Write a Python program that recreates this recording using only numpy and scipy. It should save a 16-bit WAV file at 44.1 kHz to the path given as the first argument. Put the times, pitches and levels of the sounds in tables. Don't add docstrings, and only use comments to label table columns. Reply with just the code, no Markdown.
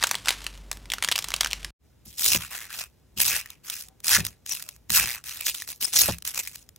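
import sys
import numpy as np
from scipy import signal
from scipy.fft import rfft, irfft, next_fast_len
from scipy.io import wavfile
from scipy.ndimage import uniform_filter1d

SR = 44100
rng = np.random.default_rng(int(sys.argv[2]) if len(sys.argv) > 2 else 0)


def materialize(psi):
    bounded = np.clip(np.atleast_2d(psi).T, -1, 1)
    quanta = np.round(bounded * 32767).astype(np.int16)
    wavfile.write(sys.argv[1], SR, quanta)


N = 298998
T = np.arange(N) / SR

# frequency in Hz, relative density in dB per Hz.
FIRST_ROOM_SPECTRUM = [(25, -8.5), (52, -8.5), (260, -19), (600, -26.5), (3700, -40.5), (15500, -49.5)]
HUM_HZ, HUM_START_DB, HUM_GROWS_DB_PER_S = 47.8, -42.5, 0.5
BEAT_S, FIRST_NULL_S = 0.98, 0.14

# frequency in Hz, relative density in dB per Hz.
RUMBLE_SPECTRUM = [(30, -10), (55, 6), (183, -5.5), (900, -25), (1170, -46), (1980, -120)]
# frequency in Hz, relative density in dB per Hz.
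HISS_SPECTRUM = [(180, -38), (300, -9), (500, -8), (700, -16.5), (13000, -25)]
RUMBLE_DB, SHAKE_LAG_S, SHAKE_SPAN_S = -59, 0.057, 0.15

# frequency in Hz, time to fall 60 dB in seconds.
WALL_DECAY = [(300, 0.29), (14000, 0.17)]
# start in seconds, relative level in dB, nominal ring in Hz.
SNAPS = [(0.0268, -6, 1900), (0.038, 2, 3620), (0.0414, -5, 1510), (0.0705, -9, 6370),
         (0.0921, -17.5, 5560), (0.1123, -2.5, 6110), (0.1344, -19.5, 6550), (0.1439, -14, 1955),
         (0.1531, -6.5, 3230), (0.2582, -15, 2900), (0.273, -15.5, 1410), (0.2843, -1.5, 3010),
         (0.2906, 0.5, 3660), (0.3058, -5.5, 3530), (0.3249, -21, 2003), (0.4427, -18, 5280),
         (0.466, -9, 2644), (0.576, -31.5, 3440), (0.7149, -6.5, 6260), (0.729, -15.5, 3930),
         (0.7716, -26.5, 6330), (0.8563, -32, 2285), (0.9016, -14.5, 3390), (0.919, -11, 3270),
         (0.9365, -7, 5290), (0.9835, -19.5, 1400), (1.025, -6.5, 2175), (1.0378, -10, 3060),
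         (1.0465, -4.5, 3180), (1.0765, -15.5, 3070), (1.0873, -3.5, 1840), (1.1149, -4, 4780),
         (1.1192, -6.5, 3264), (1.1232, -2.5, 3190), (1.1564, -10, 3140), (1.1599, -6, 4950),
         (1.1793, -8, 5050), (1.189, -6, 5250), (1.224, -16.5, 4910), (1.243, -13.5, 6170),
         (1.2462, -15.5, 3567), (1.2857, -13, 6760), (1.3048, -14.5, 5880), (1.3186, -17, 2240),
         (1.3398, -1.5, 3010), (1.3634, -15, 4970), (1.4086, 1, 3060), (1.412, -12, 2366),
         (1.4329, -11.5, 3450), (1.4464, -5, 3000), (1.4603, -11.5, 1593), (1.4712, -13.5, 3165),
         (1.5058, -20, 4000), (1.5117, -16.5, 3060), (1.5212, -20, 3200), (1.5317, -6, 2854),
         (1.63, -28, 3200), (1.6466, -13.5, 3020)]
# time in seconds, level in dB.
STRETCH_HISS = [(0, -40.5), (.22, -49), (.29, -35.5), (.39, -44.5), (.67, -62.5), (.8, -59.5), (.93, -62.5),
                (1.0, -54), (1.44, -44.5), (1.7, -54.5)]
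# frequency in Hz, relative density in dB per Hz.
SLIME_SPECTRUM = [(110, -28.5), (354, -18.5), (662, -22), (900, -10.5), (3160, -8.5), (7000, -14),
                  (12700, -22.5), (16000, -37)]
SNAP_T60_S, TEAR_T60_S, TEAR_DB = .006, .022, -11

# start in seconds, relative level in dB,
# relative share of the upper mode and crunch in dB.
THUDS = [(2.06, -31.5, -7), (2.347, -16, 7.5), (3.166, -25.5, -27.5), (4.18, -11, -5), (4.898, -21, -32),
         (6.0849, -18, 18), (6.094, -15.5, 6.5)]
# nominal frequency in Hz, relative level in dB,
# time to fall 60 dB in seconds.
BASIN_MODES = [(69.1, -1.5, 0.27), (107, 0, 0.21), (164, 0, 0.2), (200.3, 6.5, 0.093), (365, -1.5, 0.072),
               (591, -10.5, 0.036)]

# start in seconds,
# length in seconds, first frequency in Hz, last frequency in Hz, nominal level in dB.
BRIEF_TONES = [(3.857, .1, 746, 788, -65), (4.507, .026, 5900, 5700, -25), (4.51, 0.016, 2680, 2610, -36.5),
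               (4.594, 0.14, 706, 563, -64.5), (5.844, 0.014, 5125, 5200, -19),
               (5.845, 0.01, 8800, 8800, -14.5)]

# touch in seconds, swell in seconds, fade in seconds, peak level in dB,
# sag in dB, hollow part against the crunch in dB, table shake in dB.
PLUNGES = [(2.177, 0.11, 0.07, -18, 4, -18, 16), (3.169, 0.048, .17, -20, 10, -12, 15),
           (4.041, 0.11, 0.061, -13, 25.5, -11.5, 21.5), (4.9, 0.071, 0.064, -15.5, 11, -12, 20.5),
           (5.925, 0.079, 0.13, -13, 24, -16, 17.5)]
# touch in seconds,
# swell in seconds, fade in seconds, peak level in dB, sag in dB, hollow part against the crunch in dB.
RUBS = [(2.053, 0.0027, 0.14, -46, 6, -29), (2.38, 0.048, 0.082, -35.5, 19.5, -2.5),
        (2.505, 0.022, 0.14, -39, 8.5, 0), (2.7, 0.12, 0.026, -34.5, 10.5, -4),
        (3.43, 0.011, 0.092, -57.5, -2.5, 2), (3.64, 0.092, 0.079, -36, 4, -11),
        (3.797, 0.012, 0.041, -37.5, 10, -18), (4.245, 0.0079, 0.11, -33.5, 35, -5.5),
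        (4.462, 0.076, 0.22, -32.5, 25, -11), (5.04, 0.035, 0.09, -34.5, 5.5, -1.5),
        (5.243, 0.014, 0.17, -38.5, 1.5, -5), (5.45, 0.026, 0.022, -23.5, 1.5, -35),
        (5.543, 0.0033, 0.11, -32.5, 14, -13), (5.675, 0.024, 0.081, -32, 23.5, -22),
        (5.808, 0.021, 0.11, -25, 23.5, -19), (6.25, 0.02, 0.032, -32, -0.5, -11.5),
        (6.34, 0.056, 0.026, -28.5, 15.5, -9), (6.42, .01, 0.19, -39.5, 13, -13)]
ATTACK_DB_PER_S, RELEASE_DB_PER_S = 2994, 461.5
PLUNGE_TOUCH_DB, RUB_TOUCH_DB = 18, 8
HOLLOWING_DB = 11
SETTLING_DB, SETTLING_HOLLOW_DB = -76, -16.5
# frequency in Hz, relative density in dB per Hz.
CRUNCH_SPECTRUM = [(1470, -18), (2500, -6.5), (5390, -0.5), (14200, -3), (16000, -5)]
# resonance in Hz, width in Hz, relative level in dB.
AIR_RESONANCES = [(1370, 1030, -2), (1933, 420, 2.5), (2594, 320, 5), (7260, 6100, -9)]
# start in seconds, relative level in dB, ring in Hz.
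POPS = [(2.182, -17.5, 5700), (2.194, -7.5, 5600), (2.2206, -10, 5600), (2.2393, -15, 4000),
        (2.2524, -11, 6100), (2.261, -4, 5570), (2.3213, -5.5, 2770), (2.333, -8, 2710), (2.3472, 0, 2800),
        (2.3594, -3.5, 2520), (2.728, -19.5, 2480), (2.778, -22, 6000), (3.1883, -23.5, 7600),
        (3.2023, 0, 5200), (3.2174, -4, 6430), (3.2461, -15, 6430), (3.265, -7, 4830),
        (3.3524, -13.5, 1890), (3.3643, -3, 6200), (3.459, -22.5, 1855), (3.503, -19, 7070),
        (3.699, -8.5, 5700), (3.702, -13.5, 7900), (3.728, -21.5, 2530), (3.754, -19, 6000),
        (3.803, -21, 6300), (3.885, -27.5, 9600), (4.003, -30, 7960), (4.068, -12, 7060), (4.081, -1, 5100),
        (4.0927, -6, 6650), (4.2503, -7.5, 5040), (4.2661, -6.5, 7270), (4.4627, -16.5, 6500),
        (4.4935, -17.5, 5500), (4.5215, -7, 5900), (4.571, -19, 2570), (4.6242, -14, 7800),
        (4.6892, -15, 5550), (4.763, -32, 6630), (4.896, -16, 5930), (4.9028, -2.5, 4050),
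        (4.9292, -11, 5070), (4.946, -4.5, 2980), (4.976, 0.5, 4900), (5.24, -21, 5500),
        (5.4091, -10.5, 8140), (5.462, -18.5, 6100), (5.4668, -3.5, 5300), (5.5487, -13, 3450),
        (5.6209, -15, 1850), (5.6757, -18, 4940), (5.702, -18, 3800), (5.8265, -9.5, 3480),
        (5.849, -17.5, 5090), (5.9315, -21.5, 5260), (5.941, -9, 5300), (5.962, -2.5, 3500),
        (5.968, -2, 4300), (5.999, -12.5, 3770), (6.0128, -5, 3660), (6.184, -21, 6700), (6.223, -20, 4060),
        (6.2508, -11, 8900), (6.2755, -9, 5950), (6.345, -13.5, 6000), (6.3908, -11.5, 7340),
        (6.4738, -14, 2400), (6.5569, -17, 6300), (6.69, -28.5, 5050), (6.761, -29.5, 5970)]
# start in seconds, end in seconds,
# relative level in dB, nominal ring in Hz.
RATCHETS = [(2.509, 2.67, -24, 1900), (3.285, 3.425, -17, 2200), (5.058, 5.17, -15, 2000),
            (5.269, 5.355, -24, 3900)]
CLICKS_PER_S, SLOWS_BY, LAST_CLICK_DB = 126, .5, -6

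# frequency in Hz, lead of the left port in radians.
PORT_LEAD = [(2000, 0), (3800, .7), (4700, 3.1), (5200, 6.2), (9300, 8.4), (11400, 12.5), (16000, 14.6)]
# frequency in Hz, left-right likeness (1 is identical).
PORT_LIKENESS = [(60, 1), (500, 0.11), (1100, 0.96), (2000, 1), (3000, 0.56), (5400, 0.6), (7000, 0.94),
                 (10700, 0.13), (16000, .4)]
CUT_S, BACK_S = 1.706, 1.79
TOP_HZ = 16100


def amp(db):
    return 10 ** (np.asarray(db) / 20)


def unit(x):
    return x / np.sqrt(np.mean(x ** 2) + 1e-20)


def along(points, hz):
    f, v = np.transpose(points)
    return np.interp(np.log(hz + 1), np.log(f + 1), v)


def curves(rows):
    s, *cols = np.transpose(rows)
    return [np.interp(T, s, c, left=-120, right=c[-1]) for c in cols]


def filtered(x, response):
    m = next_fast_len(N + SR // 2)
    return irfft(rfft(x, m) * response(np.fft.rfftfreq(m, 1 / SR)), m)[..., :N]


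def coloured(x, spectrum):
    return unit(filtered(x, lambda hz: amp(along(spectrum, hz))))


def low_cut(hz, corner_hz):
    return (hz / (hz + corner_hz / 1j)) ** 2


def place(s, shapes):
    at = np.round(np.asarray(s) * SR).astype(int)[:, None] + np.arange(shapes.shape[1])
    return np.bincount(at.ravel(), shapes.ravel(), N + SR)[:N]


def grains(rate, spread_db, t60, size):
    draw = rng.random((int(rate * N / SR), 3))
    life = t60 * (.5 + draw[:, 1:2])
    level_db = -spread_db * np.log(draw[:, 2:] + .01)
    shapes = amp(level_db - 60 * np.arange(size) / SR / life)
    return np.sqrt(place(draw[:, 0] * N / SR, shapes ** 2))


def breaks(s, db, ring_hz, t60, rise, crack_db, ring_db, cycles, sharp_hz):
    t = np.arange(2048) / SR
    noise = rng.standard_normal((len(s), len(t)))
    start = amp(db)[:, None] * (1 - np.exp(-t / abs(rise)))
    turns = t * ring_hz[:, None]
    sharp = np.clip(ring_hz / sharp_hz, 0, 1)[:, None]
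    dull = 1.15 * uniform_filter1d(noise, size=3, axis=1)
    crack = amp(crack_db - 60 * t / np.abs(t60)[:, None]) * (sharp * noise + (1 - sharp) * dull)
    ring = amp(ring_db - 60 * turns / cycles) * np.sin(2 * np.pi * turns + noise[:, :1])
    return place(s, start * crack), place(s, start * ring)


def patchy(x, depth_db, size):
    z = signal.stft(x, nperseg=256)[2]
    field = uniform_filter1d(rng.standard_normal(z.shape), size[0], axis=0)
    field = uniform_filter1d(field, size[1], axis=1)
    return signal.istft(z * amp(depth_db * unit(field)), nperseg=256)[1][:N]


def first_room():
    swell = amp(HUM_START_DB + HUM_GROWS_DB_PER_S * T) * np.sin(np.pi * (T - FIRST_NULL_S) / BEAT_S)
    hum = np.sqrt(2) * swell * np.sin(2 * np.pi * HUM_HZ * T)
    return hum + amp(-50.5) * coloured(rng.standard_normal(N), FIRST_ROOM_SPECTRUM)


def second_room():
    noise = rng.standard_normal((2, 2, N))
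    shake_db = np.zeros(N)
    for s, swell, *_, db in PLUNGES:
        away = np.abs(T - s - swell - SHAKE_LAG_S)
        shake_db += db * np.clip(1 - away / SHAKE_SPAN_S, 0, 1)
    rumble = amp(RUMBLE_DB + shake_db) * coloured(noise[0], RUMBLE_SPECTRUM)
    return rumble + amp(-68.5) * coloured(noise[1], HISS_SPECTRUM)


def walls(x):
    hz, t, z = signal.stft(rng.standard_normal(SR // 2), SR, nperseg=256)
    decay = amp(-60 * t / along(WALL_DECAY, hz)[:, None])
    tail = signal.istft(z * decay, SR, nperseg=256)[1]
    late = np.pad(x, (150, 0))
    return signal.fftconvolve(late, tail / np.linalg.norm(tail))[:N]


def slime():
    s, db, ring_hz = np.transpose(SNAPS)
    life = 2 ** rng.uniform(-.5, .5, len(s))
    spike, ring = breaks(s, db, ring_hz, SNAP_T60_S * life, rise=0.00018,
                         crack_db=1.5, ring_db=-1.5, cycles=11.8, sharp_hz=7750)
    tear_s = np.maximum(s - .0012, 0)
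    tear, throb = breaks(tear_s, db + TEAR_DB, .85 * ring_hz, TEAR_T60_S * life, rise=0.0018,
                         crack_db=5.5, ring_db=-6.5, cycles=10, sharp_hz=7900)
    crack = filtered(spike + tear, lambda hz: low_cut(hz, 900) / (1 + 1j * hz / 7000))
    bubbles = grains(rate=1200, spread_db=4, t60=.014, size=900) * rng.standard_normal(N)
    hiss = amp(curves(STRETCH_HISS)[0]) * coloured(bubbles, SLIME_SPECTRUM)
    near = crack + ring + throb + hiss
    return near + amp(-14.5) * walls(near)


def basin():
    t = np.arange(SR // 3) / SR
    rise = 1 - np.exp(-t / 0.0084)
    rows = []
    for s, db, upper_db in THUDS:
        modes = []
        for hz, level_db, t60 in BASIN_MODES:
            tone = np.sin(2 * np.pi * hz * t * rng.normal(1, 0.038))
            modes.append(amp(level_db - 60 * t / t60) * tone)
        crunch = amp(3 - 60 * t / .04) * uniform_filter1d(rng.standard_normal(len(t)), size=20)
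        upper = amp(upper_db + 15.5) * (modes[-1] + crunch)
        rows.append(amp(db - 13.0) * (sum(modes[:-1]) + upper) * rise)
    return place(np.transpose(THUDS)[0], np.array(rows))


def brief_tones():
    tones = np.zeros(N)
    for s, length, first_hz, last_hz, db in BRIEF_TONES:
        u = np.clip((T - s) / length, 0, 1)
        turns = length * (first_hz * u + (last_hz - first_hz) * u ** 2 / 2)
        swell = np.sqrt(np.abs(np.sin(np.pi * u))) * (u < 1)
        tones += amp(db) * swell * np.sin(2 * np.pi * turns)
    return tones * (1 + 0.71 * unit(uniform_filter1d(rng.standard_normal(N), size=40)))


def bead_slips(rate, centre_hz, octaves, cycles, spread_db):
    draw = rng.random((int(rate * N / SR), 5))
    s = draw[:, 0] * N / SR
    hz = np.clip(centre_hz * 2 ** (octaves * (2 * draw[:, 1:2] - 1)), 500, 15000)
    turns = hz * np.arange(400) / SR
    level_db = -spread_db * np.log(draw[:, 2:3] + 0.022)
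    shape = amp(level_db - 60 * turns / cycles) * (1 - np.exp(-turns))
    return [unit(place(s, shape * np.sin(2 * np.pi * (turns + draw[:, [k]])))) for k in (3, 4)]


def ratchets():
    rows = []
    for start, end, db, hz in RATCHETS:
        u = np.linspace(0, 1, 200)
        passed = CLICKS_PER_S * (end - start) * (u - SLOWS_BY * u ** 5 / 5)
        draw = rng.standard_normal((40, 3))
        at = np.interp(np.arange(40) + .08 * draw[:, 0], passed, u, right=2)
        for a, (_, level, pitch) in zip(at, draw):
            if a <= 1:
                click_db = db + LAST_CLICK_DB * a ** 2 + 2 * level
                rows.append((start + a * (end - start), click_db, hz * (1 + .1 * pitch)))
    return np.transpose(rows)


def air_gaps(f):
    total = 0
    for k, (centre, width, db) in enumerate(AIR_RESONANCES):
        band = 1j * f * width
        total = total + (-1) ** k * amp(db) * band / (centre * centre - f * f + band)
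    return total


def strokes(rows, touch_db, hollowing_db):
    t = T[::32]
    crunch, hollow = np.zeros(len(t)), np.zeros(len(t))
    for s, swell, fade, peak_db, sag_db, hollow_db, *_ in rows:
        before = np.clip(1 - (t - s) / abs(swell), 0, 1)
        after = np.clip((t - s - swell) / abs(fade), 0, 1)
        attack_db = ATTACK_DB_PER_S * np.maximum(s - t, 0)
        release_db = RELEASE_DB_PER_S * np.maximum(t - s - swell - fade, 0)
        db = peak_db - touch_db * before ** 1.57 - sag_db * after - attack_db - release_db
        crunch += amp(db) ** 2
        hollow += amp(db + hollow_db + hollowing_db * after) ** 2
    return np.array([np.interp(T, t, crunch), np.interp(T, t, hollow)])


def grinding():
    power = amp([[SETTLING_DB], [SETTLING_DB + SETTLING_HOLLOW_DB]]) ** 2
    power = power + strokes(PLUNGES, PLUNGE_TOUCH_DB, HOLLOWING_DB) + strokes(RUBS, RUB_TOUCH_DB, 0)
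    crunch_db, hollow_db = 10 * np.log10(power)
    return crunch_db, hollow_db - crunch_db


def beads():
    crunch_db, hollow_db = grinding()
    fine = unit(grains(rate=1500, spread_db=4.5, t60=.008, size=450))
    lumps = unit(grains(rate=260, spread_db=4, t60=.012, size=800))
    rub = fine + .5 * lumps
    s, db, ring_hz = np.transpose(POPS)
    clicks = ratchets()
    beds = [patchy(row, 3.4, size=(14, 8)) for row in rng.standard_normal((2, N))]
    slips = bead_slips(rate=420, centre_hz=7040, octaves=.75, cycles=170, spread_db=-1.0)
    fields = []
    for bed, slip in zip(beds, slips):
        bright = coloured(rub * bed, CRUNCH_SPECTRUM) + amp(-13) * slip
        hollow = filtered(rub * patchy(rng.standard_normal(N), 4.5, size=(4, 20)), air_gaps)
        pop, ring = breaks(s, db, ring_hz, np.full(len(s), .01), rise=.0005,
                           crack_db=-3, ring_db=-5, cycles=22, sharp_hz=2000)
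        tick, knock = breaks(*clicks, np.full(clicks.shape[1], .006), rise=.0002,
                             crack_db=1, ring_db=-4, cycles=11, sharp_hz=2000)
        crack = filtered(pop + tick, lambda hz: low_cut(hz, 1500))
        grind = amp(crunch_db) * (unit(bright) + amp(hollow_db) * unit(hollow))
        fields.append(grind + crack + ring + knock)
    return np.array(fields)


def ports(fields):
    def share(hz):
        turn = np.arccos(np.clip(along(PORT_LIKENESS, hz), -1, 1)) / 2
        return np.array([np.cos(turn), np.sin(turn)])

    def phase(hz):
        lead = np.exp(.5j * np.interp(hz, *np.transpose(PORT_LEAD)))
        return np.array([lead, 1 / lead])

    mid, side = filtered(fields, share)
    return filtered(np.array([mid + side, mid - side]), phase)


def scene():
    first = (first_room() + slime()) * (T < CUT_S)
    thuds = np.array([basin(), amp(-6.5) * basin()])
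    fields = second_room() + thuds + brief_tones() + beads()
    return first + ports(fields) * np.clip((T - BACK_S) / 0.064, 0, 1)


def record(dry):
    wet = dry / (1 + np.abs(dry / .6) ** 4) ** (1 / 4)

    def band(hz):
        return np.clip((TOP_HZ - hz) / 300, 0, 1) ** 2 * hz ** 4 / (hz ** 4 + 38 ** 4)

    return filtered(wet, band)


dry = scene()
out = record(dry)
materialize(out)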